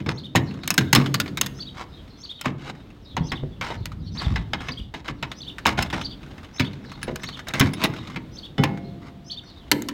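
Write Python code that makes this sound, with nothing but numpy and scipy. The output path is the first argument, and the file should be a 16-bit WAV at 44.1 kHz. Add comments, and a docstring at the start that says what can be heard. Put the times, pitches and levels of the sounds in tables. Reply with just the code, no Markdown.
"""Outdoors on a sheet-metal roof, on a calm day, a brittle plastic hatch frame is pried off close by.
The plastic cracks, knocks and scrapes, loose chips tick, and the roof flexes and booms under it.
A loose screw clinks, and a metal tool rings as it is put down. Behind the work, a bird repeats
a two-note chirp, others call far off, the trees hush and a gust buffets the microphone."""
import sys
import numpy as np
from scipy import signal
from scipy.fft import rfft, irfft, next_fast_len
from scipy.io import wavfile
from scipy.ndimage import uniform_filter1d

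SR = 44100
rng = np.random.default_rng(int(sys.argv[2]) if len(sys.argv) > 2 else 0)


def master(y):
    """Save y as 16-bit WAV."""
    cut = np.clip(np.atleast_2d(y).T, -1, 1)
    pcm = np.round(cut * 32767)  # scale
    wavfile.write(sys.argv[1], SR, pcm.astype(np.int16))


N = 437913

# the plastic breaks: (time [s], level [dB], treble snap [dB])
CRACKS = [(.357, -17.5, -23), (.677, -24, -8.5), (.705, -17.5, -11.5), (.7414, -31, -9), (.779, -12.5, -17),
          (0.9291, -11, -17.5), (.95, -12, -17.5), (.958, -16.5, -24.5), (1.142, -19.5, -16),
          (1.201, -19.5, -14.5), (1.373, -26, -17), (1.4126, -16.5, -7), (1.462, -29.5, -11),
          (2.412, -32.5, -15), (3.8563, -32, -17), (5.666, -21, -20), (5.825, -25, -17),
          (6.597, -21.5, -26), (7.03, -30, -22.5), (7.158, -32.5, -15.5), (7.234, -31, -25.5),
          (7.485, -32, -14.5), (7.537, -25.5, -25.5), (7.597, -17.5, -8), (7.735, -33, -20),
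          (7.8392, -18.5, -22.5), (8.637, -26, -18.5), (9.7153, -12, -12.5), (9.8217, -35.5, -8),
          (9.8862, -28.5, -17.5)]
# the frame hits the roof: (time [s], level [dB], hollow clack [dB], roof boom [dB])
KNOCKS = [(.003, -42.5, 4, -27), (.062, -32.5, 8, -21.5), (.351, -18, 15.5, -18.5), (2.457, -22.5, 4, -22),
          (3.1677, -24, 7.5, -24.5), (3.319, -25.5, 9, -29.5), (3.612, -27, -1, -52), (3.704, -29, 18, -37),
          (4.359, -27, -4, -37), (4.534, -22.5, 1, -32), (4.685, -29, 4, -33.5), (4.94, -32.5, 8.5, -37.5),
          (5.081, -29, -1, -32), (5.227, -26.5, 0, -32), (5.655, -15.5, 3.5, -26), (5.775, -33, -1, -27.5),
          (5.928, -27, 3.5, -28), (6.5957, -28, -4, -29), (7.079, -32, 17, -32.5), (7.609, -16.5, -6, -15),
          (8.16, -31.5, 1, -29), (8.581, -32, 3, -13), (8.636, -20, 7, -42)]
# hands shift the loose frame: (start [s], end [s], level [dB])
HANDLING = [(0.456, 0.636, -44.5), (2.05, 2.951, -56), (6.207, 6.92, -46), (6.945, 7.404, -44),
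            (7.869, 8.146, -38), (9.401, 9.685, -54)]
# pitches at which the frame rings: (pitch [Hz], width [Hz], boost [dB])
FRAME_RESONANCES = [(586, 290, 5), (890, 85, -2.5), (2111, 220, 4), (2516, 230, 1), (2980, 60, 5),
                    (3800, 600, 5.5), (5230, 97, 9), (6490, 233, 6), (10350, 460, -9)]
KNOCK_SNAP_DB, CRACK_SNAP_DB = -34.5, -14.5  # treble of a dull knock and of a typical crack


def amp(db):
    """Turns decibels into a gain."""
    return 10 ** (np.asarray(db) / 20)


def evened(x):
    """Scales a sound to an average (rms) strength of 1."""
    return x / np.sqrt(np.mean(x ** 2) + 1e-20)


def at_level(x, db, seconds):
    """Scales a sound so that its opening seconds have the level db."""
    return amp(db) * x / np.sqrt(np.mean(x[:int(seconds * SR)] ** 2) + 1e-20)


def add(mix, s, sound):
    """Mixes a sound in at s seconds."""
    part = mix[max(round(s * SR), 0):][:len(sound)]
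    part += sound[:len(part)]


def drift(count):
    """A line wandering through count random values across the scene."""
    return np.interp(np.arange(N), np.linspace(0, N, count), rng.standard_normal(count))


def colour(x, tone, resonances=()):
    """Filters a sound by a tone curve (pitch [Hz], level [dB]) plus resonant peaks."""
    size = next_fast_len(len(x) + 4096)
    hz = abs(np.fft.fftfreq(size, 1 / SR))
    tone_hz, tone_db = np.transpose(tone)
    curve_db = np.interp(np.log(hz + 1), np.log(tone_hz + 1), tone_db)
    peaks_db = sum(db / (1 + (2 * (hz - f) / width) ** 2) for f, width, db in resonances)
    log_gain = np.log(amp(curve_db + peaks_db))
    response = np.exp(np.conj(signal.hilbert(log_gain)))  # rings after a hit, not before
    return irfft(rfft(x, size) * response[:size // 2 + 1], size)[:len(x)]


def dying(t, t60):
    """Fading noise, like many tones struck at once; t60 is the seconds taken to fall 60 dB."""
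    return rng.standard_normal(len(t)) * amp(-60 * t / t60)


def struck(hits, tones):
    """A struck object rings with the same fading tones at every hit."""
    out, t = np.zeros(N), np.arange(3 * SR // 2) / SR
    ring = sum(amp(db - 60 * t / t60) * np.sin(2 * np.pi * hz * t) for hz, db, t60 in tones)
    for s, db in hits:
        add(out, s, amp(db) * ring)
    return out


def echoes(x, t60, rise_s, tone):
    """Scattered sound blurs into a tail that builds up and dies."""
    t = np.arange(SR) / SR
    tail = dying(t, t60) * (1 - np.exp(-t / rise_s))
    return signal.oaconvolve(x, colour(tail / np.linalg.norm(tail), tone))[:N]


def air(level_db=-45.5, sway_db=2.2):
    """The hush of trees and distance, swaying slowly."""
    # tone of the hush: (pitch [Hz], level [dB])
    hush = [(20, -20.5), (36, -2), (58, 3), (130, -3), (310, -6.5), (420, -13.5), (1000, -22), (2400, -29),
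            (3700, -26.5), (5000, -36.5), (10000, -49), (16000, -46.5)]
    gain = amp(level_db + sway_db * drift(40))
    return gain * evened(colour(rng.standard_normal(N), hush))


def wind_and_roof_flex(gain_db=-1, eddy_s=0.013, lumpy_db=6):
    """A gust rumbles and thumps on the microphone; later the flexing roof gives a low swell."""
    # the low rumble, a gust and then the roof flexing as the frame lifts: (time [s], level [dB])
    course = [(3.1, -40), (4.25, -32), (4.32, -20.5), (4.36, -27.5), (5.08, -53), (5.13, -38), (5.61, -77),
              (5.67, -35), (6.1, -44)]
    # the strongest swirls of air: (time [s], level [dB])
    buffets = [(3.817, -32.5), (4.272, -25), (4.324, -26), (4.805, -34.5)]
    # tone of the rumble: (pitch [Hz], level [dB])
    rumble = [(15, -44.5), (28, -27.5), (42, -1), (62, 3), (130, -1.5), (220, -8.5), (400, -25.5),
              (2000, -82)]
    force_db = np.interp(np.arange(N) / SR, *np.transpose(course), left=-90, right=-90)
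    force_db += lumpy_db * np.tanh(drift(350))
    out = evened(colour(rng.standard_normal(N), rumble)) * amp(force_db + gain_db)
    t = np.arange(SR // 12) / SR
    for s, db in buffets:
        eddy = rng.standard_normal(len(t)) * np.exp(-((t - .025) / eddy_s) ** 2)
        add(out, s - .028, at_level(colour(eddy, rumble), db - 0.5, 0.1))
    return out


def foliage(x, t60=0.27, rise_s=.005, patchy_db=4):
    """Echoes from the trees: each stretch of sound meets other branches and returns unevenly."""
    turn = np.pi * np.arange(N) / SR
    tone = [(3000, -1.2), (5500, 1)]
    tails = sum(echoes(x * np.sin(turn + k * np.pi / 2), t60, rise_s, tone) for k in range(2))
    return tails * amp(patchy_db * np.tanh(drift(700)))


def whistle(times, call_db, shape, vary_db=2.5, waver=.015, flutter=0.54, partials=(1,)):
    """A bird whistles much the same shape at every call, wavering in pitch and strength."""
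    out, (at, hz, db) = np.zeros(N), np.transpose(shape)
    t = np.arange(at[0], at[-1], 1 / SR)
    for s in times:
        wobble, tremble = evened(uniform_filter1d(rng.standard_normal((2, len(t))), 200))
        pitch = np.interp(t, at, hz) * (1 + waver * (wobble + rng.standard_normal()))
        cycles = np.cumsum(pitch) / SR
        voice = evened(sum(np.sin(2 * np.pi * k * cycles) for k in partials))
        gain = amp(call_db + vary_db * rng.standard_normal() + np.interp(t, at, db))
        add(out, s + at[0], gain * (1 + flutter * tremble) * voice)
    return out


def far_birds(others=34):
    """One bird answers far off; more call from the trees at random, each at its own pitch."""
    # the answers: (time [s])
    answers = [3.072, 3.791, 5.198, 6.872, 8.857]
    # one falling call: (time offset [s], pitch [Hz], level [dB])
    call = [(-.05, 5600, -8.5), (-.025, 5124, -5), (-.01, 3904, 10), (.005, 4350, 0), (.04, 3380, 2.5),
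            (.08, 2940, -25)]
    out = whistle(answers, -61.5, call, waver=0.0381)
    for when, pitch, loudness in rng.random((others, 3)):
        shape = [(s, hz * 2 ** (.5 * (pitch - .7)), db) for s, hz, db in call]
        out += whistle([when * N / SR], -63 + 6 * loudness, shape)
    return out


def note(delay, top_hz, rise_s, fall_s, start_hz=3009, end_hz=2704):
    """A note arches up and down, loudest at the top: (time [s], pitch [Hz], level [dB])."""
    u = np.linspace(-1, 1, 21)  # 0 is the top
    arch = abs(np.cos(np.pi * u / 2))
    at = delay + u * np.where(u < 0, rise_s, fall_s)
    foot_hz = np.where(u < 0, start_hz, end_hz)
    hz = foot_hz + (top_hz - foot_hz) * arch ** 1.6
    return np.transpose([at, hz, 20.5 * np.log10(arch + .01)])


def near_bird():
    """A bird opens on two neighbouring overtones of a low buzz, then whistles two notes."""
    # the chirps: (time [s])
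    times = [.19, 1.614, 2.248, 3.3, 4.19, 4.725, 5.423, 6.053, 6.6, 7.281, 8.387, 9.318]
    # the two notes: (delay of the top [s], top pitch [Hz], rise [s], fall [s])
    notes = [(0, 4652, .023, .019), (.067, 3652, .027, .017)]
    # the raspy opening: (time offset [s], pitch [Hz], level [dB])
    rasp = [(-.075, 4800, -35), (-.058, 5050, -23), (-.027, 5420, -13.5), (-.016, 5600, -26)]
    whistles = sum(whistle(times, -34, note(*row), waver=0.021) for row in notes)
    return whistles + whistle(times, -30.5, rasp, waver=0.0161, partials=(1, 7 / 6))


def screw():
    """A loose screw gives tiny, high clinks."""
    # (time [s], level [dB])
    hits = [(7.0295, -28), (7.735, -31.5), (7.8395, -25)]
    # its ring: (pitch [Hz], level [dB], fade time [s])
    tones = [(9500, -9.5, 0.066), (10340, -7.5, 0.06)]
    return struck(hits, tones)


def tool():
    """A metal tool is put down with two quick touches and rings on."""
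    # (time [s], level [dB])
    hits = [(8.581, -25), (8.636, -41)]
    # its ring: (pitch [Hz], level [dB], fade time [s])
    tones = [(536, -10.5, 1.15), (692, -19.5, 3.0), (800, -4, 0.55), (1453, -13, .42), (1970, -12, .48),
             (2160, -10, 0.65), (3010, -7, 0.22), (3480, -7, 0.14)]
    return struck(hits, tones)


def blows(knock_t60=0.061, crack_t60=0.049, typical_db=-21.5, crack_clack_db=-2.5):
    """All knocks and cracks: (time [s], level [dB], clack [dB], snap [dB], fade time [s], boom [dB])."""
    rows = [(s, db, clack_db, KNOCK_SNAP_DB, knock_t60, boom_db) for s, db, clack_db, boom_db in KNOCKS]
    for s, db, snap_db in CRACKS:
        # larger and tougher breaks ring longer and shake the roof harder
        large, tough = db - typical_db, CRACK_SNAP_DB - snap_db
        t60 = crack_t60 * np.exp(0.065 * tough + .012 * large)
        boom_db = -32 + 1.42 * large + 0.94 * tough
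        rows.append((s, db, crack_clack_db, snap_db, t60, boom_db))
    return rows


def panel_thumps(t60=0.15):
    """A roof panel gives way and swings at its own low pitch."""
    # (time [s], level [dB], pitch [Hz])
    thumps = [(0.352, -16.5, 257), (.985, -11, 244), (3.209, -14, 161), (3.431, -18, 143),
              (6.6, -19.5, 255), (7.607, -6.5, 135), (7.62, -12.5, 264.3), (8.585, -19, 266.3)]
    return sum(struck([(s, db)], [(hz, 0, t60)]) for s, db, hz in thumps)


def roof(thud_t60=0.29, boom_t60=1.9, boom_db=-11, rise_s=0.0017, gain_db=-4.0):
    """Every blow bends the roof: a quick thud, then the sheet drums on."""
    # pitches at which the sheet rings: (pitch [Hz], width [Hz], boost [dB])
    resonances = [(94, 5.8, 5), (137.7, 15, 6), (197.2, 12.1, 5), (257.2, 18, 6), (292, 4.17, 10),
                  (324.3, 8.6, 5)]
    # tone of the boom: (pitch [Hz], level [dB])
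    boom_tone = [(25, -47.5), (55, -19), (90, -4.5), (140, 0.5), (280, -4.5), (430, -12.5), (700, -24),
                 (2000, -92)]
    # its deep bass over time: (time [s], boost [dB])
    depth = [(0, 2), (6.6, 0.5), (8.6, 2), (9.7, -14.5)]
    out, t = np.zeros(N), np.arange(3 * SR // 2) / SR
    for s, *_, db in blows():
        bass_db = np.interp(s, *np.transpose(depth))
        tone = [(hz, band_db + bass_db * (hz < 200)) for hz, band_db in boom_tone]
        push = dying(t, thud_t60) * (1 - np.exp(-t / rise_s))
        thud = at_level(colour(push, tone, resonances), db, 0.056)
        boom = at_level(colour(dying(t, boom_t60), tone, resonances), db + boom_db, 0.14)
        add(out, s, amp(gain_db) * (thud + boom))
    return out


def chip_ticks(t60=0.064, per_s=14, spread_db=2, splinter_delay_s=0.054):
    """Loose chips tap the frame, each at its own pitch, during handling and after each crack."""
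    # the clearest ticks: (time [s], level [dB])
    clear_ticks = [(.634, -39.5), (3.918, -44), (5.316, -36.5), (5.583, -37), (5.901, -38), (6.013, -35.5),
                   (6.445, -48.5), (6.917, -42), (7.287, -38), (7.392, -38.5)]
    out, t, taps = np.zeros(N), np.arange(SR // 10) / SR, list(clear_ticks)
    for start, end, db in HANDLING:
        for s in np.arange(start, end, 1 / per_s):
            taps.append((s + rng.random() / per_s, db - 5 + spread_db * rng.standard_normal()))
    taps += [(s + splinter_delay_s * rng.exponential(), db - 21.5) for s, db, _ in CRACKS]
    tone = [(300, -9.5), (1200, 9), (3000, 1.5), (6500, -8.5), (13000, -21)]
    for s, db in taps:
        hz = np.exp(rng.uniform(np.log(1100), np.log(4500)))
        tick = colour(dying(t, t60), tone, FRAME_RESONANCES + [(hz, hz / 4, 9)])
        add(out, s, at_level(tick, db + 1.5, 0.023))
    return out


def slides(skid_s=0.059, skid_fade_db=18.5, grit_db=-3, skid_grit_db=-12):
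    """Drags, skids after knocks, rubs: (start [s], end [s], early level [dB], late [dB], grit [dB])."""
    # plastic dragged over the roof: (start [s], end [s], level [dB], swell [dB])
    drags = [(.084, .121, -28, -9.5), (0.959, 1.06, -32, -15), (1.74, 1.827, -38, 11),
             (2.442, 2.501, -36.5, -9), (2.578, 2.706, -39.5, 12), (3.617, 3.758, -35, -9),
             (4.148, 4.24, -38.5, 13), (4.21, 4.428, -41.5, -7), (4.602, 4.682, -38.5, -10),
             (4.943, 5.004, -42.5, -8), (5.044, 5.107, -38, 7.5), (5.669, 5.731, -27, -17),
             (5.776, 5.873, -31.5, -17), (5.927, 6.01, -30, -8), (7.469, 7.512, -33, 1),
             (7.54, 7.689, -32.5, -2.5), (7.769, 7.856, -29, 14), (8.587, 8.788, -47.5, -12),
             (9.017, 9.096, -48, 4)]
    strokes = [(start, end, db - swell / 2, db + swell / 2, grit_db) for start, end, db, swell in drags]
    skids = [(s, s + skid_s, db - 7, db - 7 - skid_fade_db, skid_grit_db) for s, db, *_ in KNOCKS]
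    rubs = [(start, end, db - 7, db - 7, grit_db) for start, end, db in HANDLING]
    return strokes + skids + rubs


def scrapes(slips_per_s=260, spots=4, spread_db=3.5, rub=0.0435, t60=0.021, gain_db=-1):
    """The edge sticks and slips: uneven little clicks ring the frame, and grit adds treble."""
    out = np.zeros(N)
    for start, end, early_db, late_db, grit_db in slides():
        length = end - start
        t = np.arange(int((length + 0.16) * SR)) / SR
        stroke = np.zeros(len(t))
        for _ in range(spots):  # each contact spot rings in its own way
            slips = rng.random(len(t)) < slips_per_s / spots / SR
            strength = amp(spread_db * np.minimum(rng.exponential(1, len(t)), 3.5))
            friction = slips * strength + rub * rng.standard_normal(len(t))
            stroke += signal.oaconvolve(friction, dying(t[:1200], t60))[:len(t)]
        tone = [(150, 0.5), (580, -4), (900, 7), (2200, -0.5), (3000, -6),
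                (5000, grit_db / 2 - 10), (9000, grit_db - 21.5), (15000, grit_db - 34)]
        force_db = np.interp(t, [0, .004, length / 4, 3 * length / 4, length, length + 0.029],
                             [early_db - 10, early_db, early_db, late_db, late_db, late_db - 34])
        add(out, start, evened(colour(stroke, tone, FRAME_RESONANCES)) * amp(force_db + gain_db))
    return out


def clunks():
    """The whole frame is bumped and rings hollowly."""
    # (time [s], level [dB])
    hits = [(3.436, -30.5), (7.081, -28.5), (7.098, -28.5), (7.112, -32)]
    # its ring: (pitch [Hz], level [dB], fade time [s])
    tones = [(262, -0.5, 0.11), (378, 5.5, 0.049), (472, 4, 0.04), (636, -17, 0.33)]
    return struck(hits, tones)


def cracks_and_knocks(click_db=15, brittle_rise_s=.0007, dull_rise_s=.0015, grain=0.42, shard_db=6):
    """Each break or knock sets the frame ringing briefly; the brittle ones start fastest."""
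    out, t = np.zeros(N), np.arange(SR // 5) / SR
    dull_to_brittle = [KNOCK_SNAP_DB, CRACK_SNAP_DB]
    for s, db, clack_db, snap_db, t60, _ in blows():
        rise_s = np.interp(snap_db, dull_to_brittle, [dull_rise_s, brittle_rise_s])
        # plastic damps the treble fastest
        body = colour(dying(t, t60), [(3000, 4.8), (9000, 0.573)])
        treble = colour(dying(t, 0.52 * t60), [(2000, -22), (7000, 14.5)])
        # a crack advances in jerks
        jerks = np.exp(grain * evened(uniform_filter1d(rng.standard_normal(len(t)), 50)))
        ring = (body + treble) * jerks * (1 - np.exp(-(t / rise_s) ** 2))
        ring[np.searchsorted(t, 2 * rise_s)] += amp(click_db + snap_db / 2)  # brittle breaks click most
        # every breaking piece adds resonances of its own
        shard_hz = np.geomspace(800, 6000, num=8) * np.exp(0.1465 * rng.standard_normal(8))
        shards = [(hz, hz / 12, shard_db) for hz in shard_hz]
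        bite = (2080, 520, np.interp(snap_db, dull_to_brittle, [0.5, 0]))  # dull blows lift this ring
        tone = [(100, clack_db - 10), (420, clack_db - 6), (620, clack_db - 9), (900, clack_db),
                (1500, 0), (2600, -1.6), (5200, 0.45 * snap_db), (9000, snap_db), (15000, snap_db - 2.5)]
        blow = colour(ring, tone, FRAME_RESONANCES + shards + [bite])
        add(out, s - rise_s, at_level(blow, db, 0.013))
    return out


def scene():
    """The work on the frame, with the roof and the trees ringing after it, among birds and wind."""
    plastic = cracks_and_knocks() + chip_ticks() + scrapes() + clunks()
    shiver_tone = [(200, 12), (2200, -2.5), (6000, -13.5), (12000, -8.5)]
    roof_shiver = amp(-14) * echoes(plastic, t60=0.37, rise_s=0.00684, tone=shiver_tone)
    yard_echo = amp(-22.5) * echoes(plastic, t60=1.2, rise_s=0.036, tone=[(3000, -8), (14000, -13)])
    near, far = near_bird(), far_birds()
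    birds = amp(-3.5) * near + far / 2 + foliage(amp(-9) * near + far)
    metal = roof() + panel_thumps() + tool() + screw()
    return (plastic + roof_shiver + yard_echo + metal + birds + wind_and_roof_flex() + air())[None]


def record(dry, cutoff_hz=16150):
    """The loudest peaks are softly squashed, then the highest treble is cut."""
    squashed = dry / (1 + dry ** 4) ** (1 / 4)
    lowpass = signal.firwin(255, cutoff_hz, window=("kaiser", 9), fs=SR)
    return signal.oaconvolve(squashed, lowpass[None], "same")


dry = scene()
out = record(dry)
master(out)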